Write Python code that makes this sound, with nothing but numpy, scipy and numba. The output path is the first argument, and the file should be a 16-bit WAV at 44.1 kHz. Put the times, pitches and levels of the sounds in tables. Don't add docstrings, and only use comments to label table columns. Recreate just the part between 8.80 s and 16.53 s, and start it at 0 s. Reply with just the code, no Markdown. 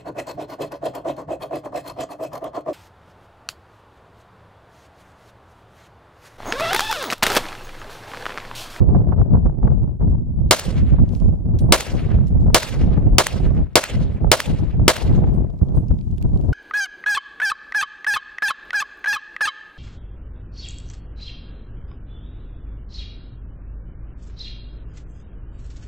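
import sys
import numpy as np
from scipy import signal
from scipy.fft import rfft, irfft
from scipy.io import wavfile
from scipy.ndimage import uniform_filter1d
from numba import njit

SR = 44100
rng = np.random.default_rng(int(sys.argv[2]) if len(sys.argv) > 2 else 0)


def master_out(mix):
    frames = np.transpose(np.atleast_2d(mix))
    ceiling = np.clip(frames, -1, 1)
    pcm = np.round(ceiling * 32767).astype(np.int16)
    wavfile.write(sys.argv[1], SR, pcm)


def makeup_ratio(level_db):
    decades = np.asarray(level_db, float) / 20
    return 10 ** decades


N = 340842


def evened(x):
    return x / np.sqrt(np.mean(x ** 2, -1, keepdims=True) + 1e-20)


def read(points, hz):
    f, value = np.transpose(points)
    return np.interp(np.log(hz + 1), np.log(f + 1), value)


def colour(x, response):
    return irfft(rfft(x) * response(np.fft.rfftfreq(x.shape[-1], 1 / SR)), x.shape[-1])


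def add(mix, s, sound, pan_db=0.):
    part = mix[:, round(s * SR):][:, :sound.shape[-1]]
    panned = sound * makeup_ratio([[pan_db / 2], [-pan_db / 2]])
    part += panned[:, :part.shape[1]]


def ports(first, other):
    gap_s, same = 4e-5, 0.71
    right = same * first + np.sqrt(1 - same ** 2) * other
    return np.array([first, colour(right, lambda hz: np.exp(-2j * np.pi * hz * gap_s))])


# delay after the blast in seconds, relative level in dB, spread in seconds.
ECHOES = [(0.001, 19.5, 0.0022), (0.014, 3.5, 0.014), (0.025, 1.5, 0.0072), (.039, -6, 0.0046),
          (.064, -14, 0.011), (.087, -11.5, 0.0075), (0.109, -19, 0.0093), (.15, -17, 0.021),
          (.195, -22, 0.016), (0.282, -24, 0.027), (0.332, -33.5, 0.014), (.4, -29.5, 0.045),
          (.5, -41.5, 0.051)]


def echo_db(t):
    wash_db, wash_db_per_s = -23.5, -36.5
    power = makeup_ratio(2 * (wash_db + wash_db_per_s * t))
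    for s, db, spread in ECHOES:
        u = (t - s) / spread
        power = power + makeup_ratio(2 * db) * np.exp(np.where(u < 0, -u ** 2, -u * 2))
    return 10 * np.log10(power)


# time in seconds, relative level in dB, late echo change in dB,
# brightness in dB at 8 kHz.
SHOTS = [(1.7097, -0.5, -0.5, 2.5), (2.9229, -0.5, 0.5, 3), (3.745, -0.5, -1, 3), (4.3831, -1, -3, 1.5),
         (4.9555, 0.5, -4, 1), (5.516, -1, -4, 2.5), (6.0796, -0.5, -6, 2.5)]
# frequency in Hz, relative level in dB.
BLAST_TONE = [(60, -0.5), (250, 3.5), (450, 12.5), (680, -9.5), (1000, -10.5), (2000, -10), (4000, -10.5),
              (8000, -14.5), (16000, -23.5)]
# frequency in Hz, loss in dB per second.
AIR_LOSS = [(300, 5), (1000, -4.5), (2500, 6), (5000, 38.5), (9000, 54), (16000, 75.5)]
# frequency in Hz, boost in dB.
CRACK_TONE = [(300, 1), (1000, 2), (3000, 5), (6000, 2.5), (16000, 2.5)]
# frequency in Hz, boost in dB.
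GROUND_TONE = [(150, 0.5), (400, 3.5), (680, 5.5), (1100, 4.5), (2500, -5.5)]


def shot(hill, ledges_db, peak_db, late_db, bright_db):
    scattered = hill + .5 * rng.standard_normal(hill.shape)
    hz, t, z = signal.stft(scattered, SR, nperseg=128, noverlap=96)
    hz = hz[:, None]
    crack = np.exp(-(t / .006) ** 2)
    ground = np.exp(-((t - .024) / .018) ** 2)
    tone_db = read(BLAST_TONE, hz) - read(AIR_LOSS, hz) * t + bright_db * hz / 8000
    tone_db = tone_db + read(CRACK_TONE, hz) * crack + read(GROUND_TONE, hz) * ground
    patches = uniform_filter1d(rng.standard_normal(tone_db.shape), size=5, axis=0)
    patches = evened(uniform_filter1d(patches, size=40, axis=1))
    tone_db = tone_db + 2.5 * patches * np.clip(t / .1, 0, 1)
    sound = signal.istft(z * makeup_ratio(tone_db), SR, nperseg=128, noverlap=96)[1][:, :hill.shape[1]]

    t = np.arange(hill.shape[1]) / SR
    level_db = echo_db(t) + late_db * np.clip(t / 0.38, 0, 1) + ledges_db * np.clip(t / 0.09, 0, 1)
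    rise = np.clip(t / 0.00089, 0, 1) ** 6
    fade = np.clip((t[-1] - t) / .15, 0, 1) ** 2
    return ports(*sound * makeup_ratio(peak_db + level_db) * rise) * fade


# time in seconds, knock level in dB, spray level in dB, both relative.
STRIKES = [(1.7946, -13, -25.5), (3.0066, -10.5, -26.5), (3.8307, -13.5, -27.5), (4.4671, -1.5, -29.5),
           (5.038, -8, -31.5), (5.6017, -3, -33.5), (6.1654, -12.5, -34)]


def strike(knock_db, spray_db):
    t = np.arange(-600, 900) / SR
    after = np.maximum(t - .001, 0)
    knock = -np.sin(2 * np.pi * 1900 * after) * np.exp(-after / .00035)
    chips = rng.standard_normal((2, len(t))) * (after > 0) * np.exp(-after / .0018) * .45
    spray = rng.standard_normal((2, len(t)))
    spray = colour(spray, lambda hz: (hz / 4000) ** 1.5 / (1 + (hz / 6500) ** 3.5))
    spray *= makeup_ratio(spray_db) * np.exp(-((t - .001) / 0.007) ** 2)
    return ports(*(makeup_ratio(knock_db) * (knock + chips) + spray))


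# time in seconds, relative level in dB, knock in dB,
# upper ring in dB, main ring in Hz.
CASES = [(2.7881, -43, 3.5, 0, 8770), (5.3255, -63, -13.5, 6, 8560), (6.536, -53, -3, 6, 8570),
         (6.9476, -48, -8, 3, 8770)]
# multiple of the main ring, relative level in dB,
# time to fall 60 dB in seconds (before the tumbling).
CASE_MODES = [(.2515, -10, .06), (1, 0, .25), (1.672, -1, .24)]


def case(level_db, knock_db, upper_db, hz):
    t = np.arange(6000) / SR
    waver = evened(uniform_filter1d(rng.standard_normal(len(t)), size=130))
    tumble = (1 - np.exp(-t / .008)) * makeup_ratio(5.0 * waver)
    bent = t - .012 * .015 * (1 - np.exp(-t / .015))
    ring = np.zeros(len(t))
    for k, db, t60 in CASE_MODES:
        mode_db = db + upper_db * (k > 1) - 60 * t / t60
        ring += makeup_ratio(mode_db) * np.sin(2 * np.pi * k * hz * bent)
    skid = rng.standard_normal((2, len(t))) * (np.exp(-t / 0.0087) + 0.34 * np.exp(-t / 0.016))
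    skid = colour(skid, lambda f: (f / 2000) ** 2 / (1 + (f / 3000) ** 3))
    return makeup_ratio(level_db) * ports(*(0.41 * ring * tumble + makeup_ratio(knock_db) * skid))


# time in seconds, relative level in dB, treble in dB at 12 kHz,
# left over right in dB.
PEBBLES = [(2.2915, -32.5, -19, 3), (2.3261, -32, -36.5, -4.5), (2.3507, -26.5, -32, 6.5),
           (2.4019, -38, -31.5, 15), (3.471, -32.5, -17.5, 1), (6.5226, -49.5, -17.5, 7),
           (6.7021, -43, -24, 12.5), (6.7899, -44.5, -23.5, 6.5), (6.83, -45, -12, 10.5),
           (6.8856, -40.5, -35, 4.5), (6.976, -39.5, -20.5, 8), (7.0844, -42.5, -14.5, 13),
           (7.1894, -37, -30, 2), (7.212, -35.5, -44, -5.5), (7.313, -39, -15.5, 7.5),
           (7.3816, -31.5, -13, 1), (7.4136, -38, -1.5, 0.5), (7.426, -33, -7.5, -13.5),
           (7.5346, -41, -32, 1.5), (7.5744, -38, -21, 7), (7.6132, -38, -8, 5)]


def tick(level_db, treble_db):
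    t = np.arange(400) / SR
    noise = rng.standard_normal((2, len(t))) * np.exp(-t / 0.0011)
    tone = [(700, -20.0), (3000, -2.5), (6000, -6.5), (12000, treble_db)]  # (Hz, dB)
    return makeup_ratio(level_db) * ports(*colour(noise, lambda hz: makeup_ratio(read(tone, hz))))


# time of the peak in seconds, level in dB,
# rise in seconds per 10 dB, fall in seconds per 10 dB.
SHOWERS = [(2.339, -56, .05, 0.13), (3.478, -56.5, .02, .03), (3.615, -58.5, .015, 0.027),
           (6.96, -71.5, .4, 0.6), (7.651, -66, .4, 0.37)]


def patter():
    grains_per_s, pebbles_per_s, pebble_db = 1200, 55, 18
    t = np.arange(N) / SR
    level = np.zeros(N)
    for s, db, rise, fall in SHOWERS:
        level += makeup_ratio(db - 10 * np.maximum((s - t) / rise, (t - s) / fall))
    size = (rng.random(N) < grains_per_s / SR) * makeup_ratio(4.0 * np.minimum(rng.exponential(1, N), 5))
    density = 1.5 + signal.lfilter([1], [1, -np.exp(-1 / (.001 * SR))], size)
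    grains = density * rng.standard_normal((2, N))
    grains = evened(colour(grains, lambda hz: (hz / 2200) ** 2 / (1 + (hz / 3200) ** 2.7)))
    falls = (rng.random(N) < pebbles_per_s / SR) * rng.random(N)
    kind = rng.integers(0, 6, N)
    pebbles = np.zeros((2, N))
    for k in range(6):
        hits = (falls * (kind == k))[None]
        pebbles += signal.oaconvolve(hits, tick(pebble_db, -10.0), axes=1)[:, :N]
    return (ports(*grains) + pebbles) * level


# time in seconds, peak in dB before panning,
# half the fall time to 1/e in seconds, left over right in dB.
PUFFS = [(0.149, -15.5, 0.004, -3), (0.286, -23, 0.0067, -5.5), (0.322, -17, 0.0064, -7),
         (0.379, -24.5, 0.0089, -3), (0.416, -19.5, 0.0018, 14), (0.546, -20, 0.0084, -7),
         (0.571, -23.5, 0.0015, -5.5), (0.661, -20.5, .005, 2), (0.697, -23.5, 0.0012, 1.5),
         (0.829, -24, 0.0025, -3), (0.876, -18, .003, 2.5), (0.91, -29, 0.0045, 10.5),
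         (1.207, -28.5, 0.021, 4.5), (2.185, -22, 0.0069, 2.6), (2.826, -34, 0.0016, -11.5),
         (3.387, -23.5, 0.0025, 3.5), (3.665, -26, 0.0037, -5.5), (3.701, -19.5, 0.0052, -0.5),
         (4.175, -20, 0.0021, 11), (5.446, -11.5, 0.0013, -0.5), (5.472, -23, 0.002, 5.5),
         (5.997, -22, .003, 5), (6.44, -22, .003, 15), (6.814, -31, .005, 2), (6.97, -23.5, .005, 10),
         (7.108, -22.5, 0.0041, 1.5)]
# frequency in Hz, relative level in dB.
PUFF_TONE = [(200, 2), (500, 7.5), (900, 2.5), (1400, -9.5), (2500, -34), (6000, -61.5)]


def puff(peak_db, length):
    t = np.arange(-300, 1200) / SR
    burst = np.exp(-(t / np.where(t < 0, .0015, 2 * length)) ** 2)
    noise = rng.standard_normal((2, len(t))) * burst
    noise = colour(noise, lambda hz: makeup_ratio(read(PUFF_TONE, hz)))
    return makeup_ratio(peak_db) * noise / abs(noise).max()


# frequency in Hz, relative density in dB per Hz.
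WIND_TONE = [(12, -42), (20, -6.5), (54, 3), (167, -4), (359, -18.5), (490, -26.5), (668, -30.5),
             (1000, -41.5), (1300, -51.5), (1800, -63), (3900, -78.5), (6000, -88), (7800, -123),
             (13200, -120)]
# time in seconds, rumble in dB before drift and flattening,
# roar over rumble in dB.
BREEZE = [(0, -12.5, -13), (0.599, -24.5, -14), (0.751, -26, -12.5), (.95, -16, -17.5), (1.18, -27, -18),
          (1.221, -16.5, -15), (1.5, -22.5, -23), (2.1, -17.5, -18.5), (2.65, -23.5, -17.5),
          (2.902, -22, -11.5), (3.15, -19.5, -11), (3.399, -16.5, -19.5), (4.201, -18, -12),
          (4.8, -19, -13.5), (4.912, -38, -20.5), (5.149, -19.5, -17.5), (5.402, -29.5, -12),
          (5.7, -16, -13), (5.9, -26, -15.5), (6.3, -13.5, -12), (6.618, -24.5, -11), (6.78, -29, -17),
          (6.9, -20, -13), (7.251, -24.5, -23), (7.73, -17.5, -12)]
# nominal start in seconds,
# nominal length in seconds, relative rumble level in dB, left over right in dB.
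BUFFETS = [(0.009, 0.023, -14, 7), (0.132, 0.096, -14, 5.5), (0.284, 0.11, -16.5, 5.5),
           (0.393, 0.059, -14, 9), (0.518, 0.1, -10.5, 5), (0.635, 0.098, -15, 2.5),
           (0.833, 0.055, -15, -5), (0.899, .042, -15.5, 3.5), (0.998, 0.049, -20.5, 1),
           (1.25, 0.12, -16.5, -0.5), (1.375, 0.041, -22.5, -8.5), (1.572, 0.23, -23.5, -4),
           (1.843, 0.082, -16.5, -6), (1.978, 0.16, -16, -2), (2.124, 0.023, -7.5, -6),
           (2.199, 0.062, -8, -6), (2.446, .11, -14, -4.5), (2.689, 0.13, -17.5, -3.5),
           (2.819, 0.079, -11.5, 1.5), (2.906, 0.086, -12.5, 1), (3.14, 0.022, -23, 0),
           (3.364, 0.14, -17, -6), (3.565, 0.24, -16, -1), (4.017, 0.18, -16, -3.5),
           (4.178, 0.019, -12.5, 8), (4.247, 0.055, -13.5, -4), (4.329, 0.048, -12.5, 0),
           (4.51, 0.065, -15.5, -6), (4.642, 0.051, -18.5, 7), (4.681, 0.19, -17, -4),
           (5.157, 0.16, -20, 4.5), (5.336, .047, -20, -9), (5.438, 0.09, -17, -4.5),
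           (5.689, 0.077, -16.5, -5), (5.804, 0.073, -23, 8), (5.975, 0.13, -14, 1),
           (6.29, 0.45, -15.5, 3.5), (6.586, 0.055, -23, 12.5), (6.822, 0.021, -7, -10.5),
           (6.97, 0.047, -16, 11), (7.103, 0.053, -13.5, -1.5), (7.312, 0.064, -20, -1),
           (7.444, 0.049, -18.5, 0.5), (7.542, 0.032, -13, 6), (7.628, 0.03, -16.5, -4),
           (7.708, 0.044, -24, 0)]


def wind():
    wander_db = 6.5
    roar_share = 0.7

    def tone(hz):
        return makeup_ratio(read(WIND_TONE, hz))

    def rumble_part(hz):
        return 1 / (1 + (hz / 300) ** 4)

    s, rumble_db, roar_db = np.transpose(BREEZE)
    t = np.arange(N) / SR
    low, high, lump = rng.standard_normal((3, 2, N))
    lump = np.tanh(1.4 * evened(colour(lump, lambda hz: (hz > 2) / (1 + (hz / 25) ** 2))))
    low = low * makeup_ratio(3.5 * lump)
    low = evened(colour(low, lambda hz: tone(hz) * rumble_part(hz)))
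    swing = evened(uniform_filter1d(np.gradient(low, axis=1) ** 2, size=300))
    high = colour(high * (0.12 + swing ** 0.85), lambda hz: tone(hz) * (1 - rumble_part(hz)))
    wander = evened(colour(rng.standard_normal(N), lambda hz: (hz > 1) / (1 + (hz / 6) ** 2)))
    breeze = makeup_ratio(np.interp(t, s, rumble_db) + wander_db * wander * np.array([[.5], [-.5]]))

    power = breeze ** 2
    for start, length, db, pan_db in BUFFETS:
        u = np.arange(0, 1.37 * length, 1 / SR)
        swell = 2.0 * makeup_ratio(2 * db) * np.sin(np.pi * u / u[-1]) ** 2
        add(power, max(start - 0.41 * length, 0), swell, 2 * pan_db)
    rise = np.sqrt(power) / breeze
    roar = rise ** roar_share * evened(high) * makeup_ratio(np.interp(t, s, roar_db))
    flow = breeze * (rise * low + roar)
    return .8 * np.tanh(flow / .8)


def scene():
    mix = wind() + patter()
    hill = rng.standard_normal((2, 40000))
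    ledges_db = 1.4 * evened(uniform_filter1d(rng.standard_normal(40000), size=350))
    for s, *row in SHOTS:
        add(mix, s - .023, tick(-45.5, -25.0))
        add(mix, s - .0007, shot(hill, ledges_db, *row))
    for s, *row in STRIKES:
        add(mix, s - 600 / SR, strike(*row))
    for s, *row in CASES:
        add(mix, s, case(*row))
    for s, db, treble_db, pan_db in PEBBLES:
        add(mix, s, tick(db, treble_db), pan_db)
    for s, db, length, pan_db in PUFFS:
        add(mix, s - 300 / SR, puff(db, length), pan_db)
    return mix * signal.windows.tukey(N, 600 / N)


@njit
def dive(overload, depth_db, hold, down, up):
    out, now, left = np.zeros(len(overload)), 0., 0.
    for i in range(len(out)):
        if overload[i] and left <= 0:
            left = hold
        left -= 1
        if left > 0:
            now += (depth_db - now) * down
        else:
            now -= now * up
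        out[i] = now
    return out


def band_limit(x):
    return signal.sosfilt(signal.butter(12, 16040, fs=SR, output="sos"), x)


def record(dry):
    depth_db, hold_s, down_s, return_s, bass_hz = -17, 0.14, .003, 0.025, 650
    overload = abs(dry).max(0) > 1.5
    gain_db = dive(overload, depth_db, hold_s * SR, 1 / (down_s * SR), 1 / (return_s * SR))
    bass = colour(dry, lambda hz: 1 / (1 + (hz / bass_hz) ** 4))
    hiss = makeup_ratio(-79) * rng.standard_normal(dry.shape)
    clipped = np.clip(dry + bass * (makeup_ratio(gain_db) - 1) + hiss, -1, 1)
    finished = signal.lfilter(*signal.butter(2, 15000, fs=SR), clipped)
    return band_limit(finished)


dry = scene()
out = record(dry)
master_out(out)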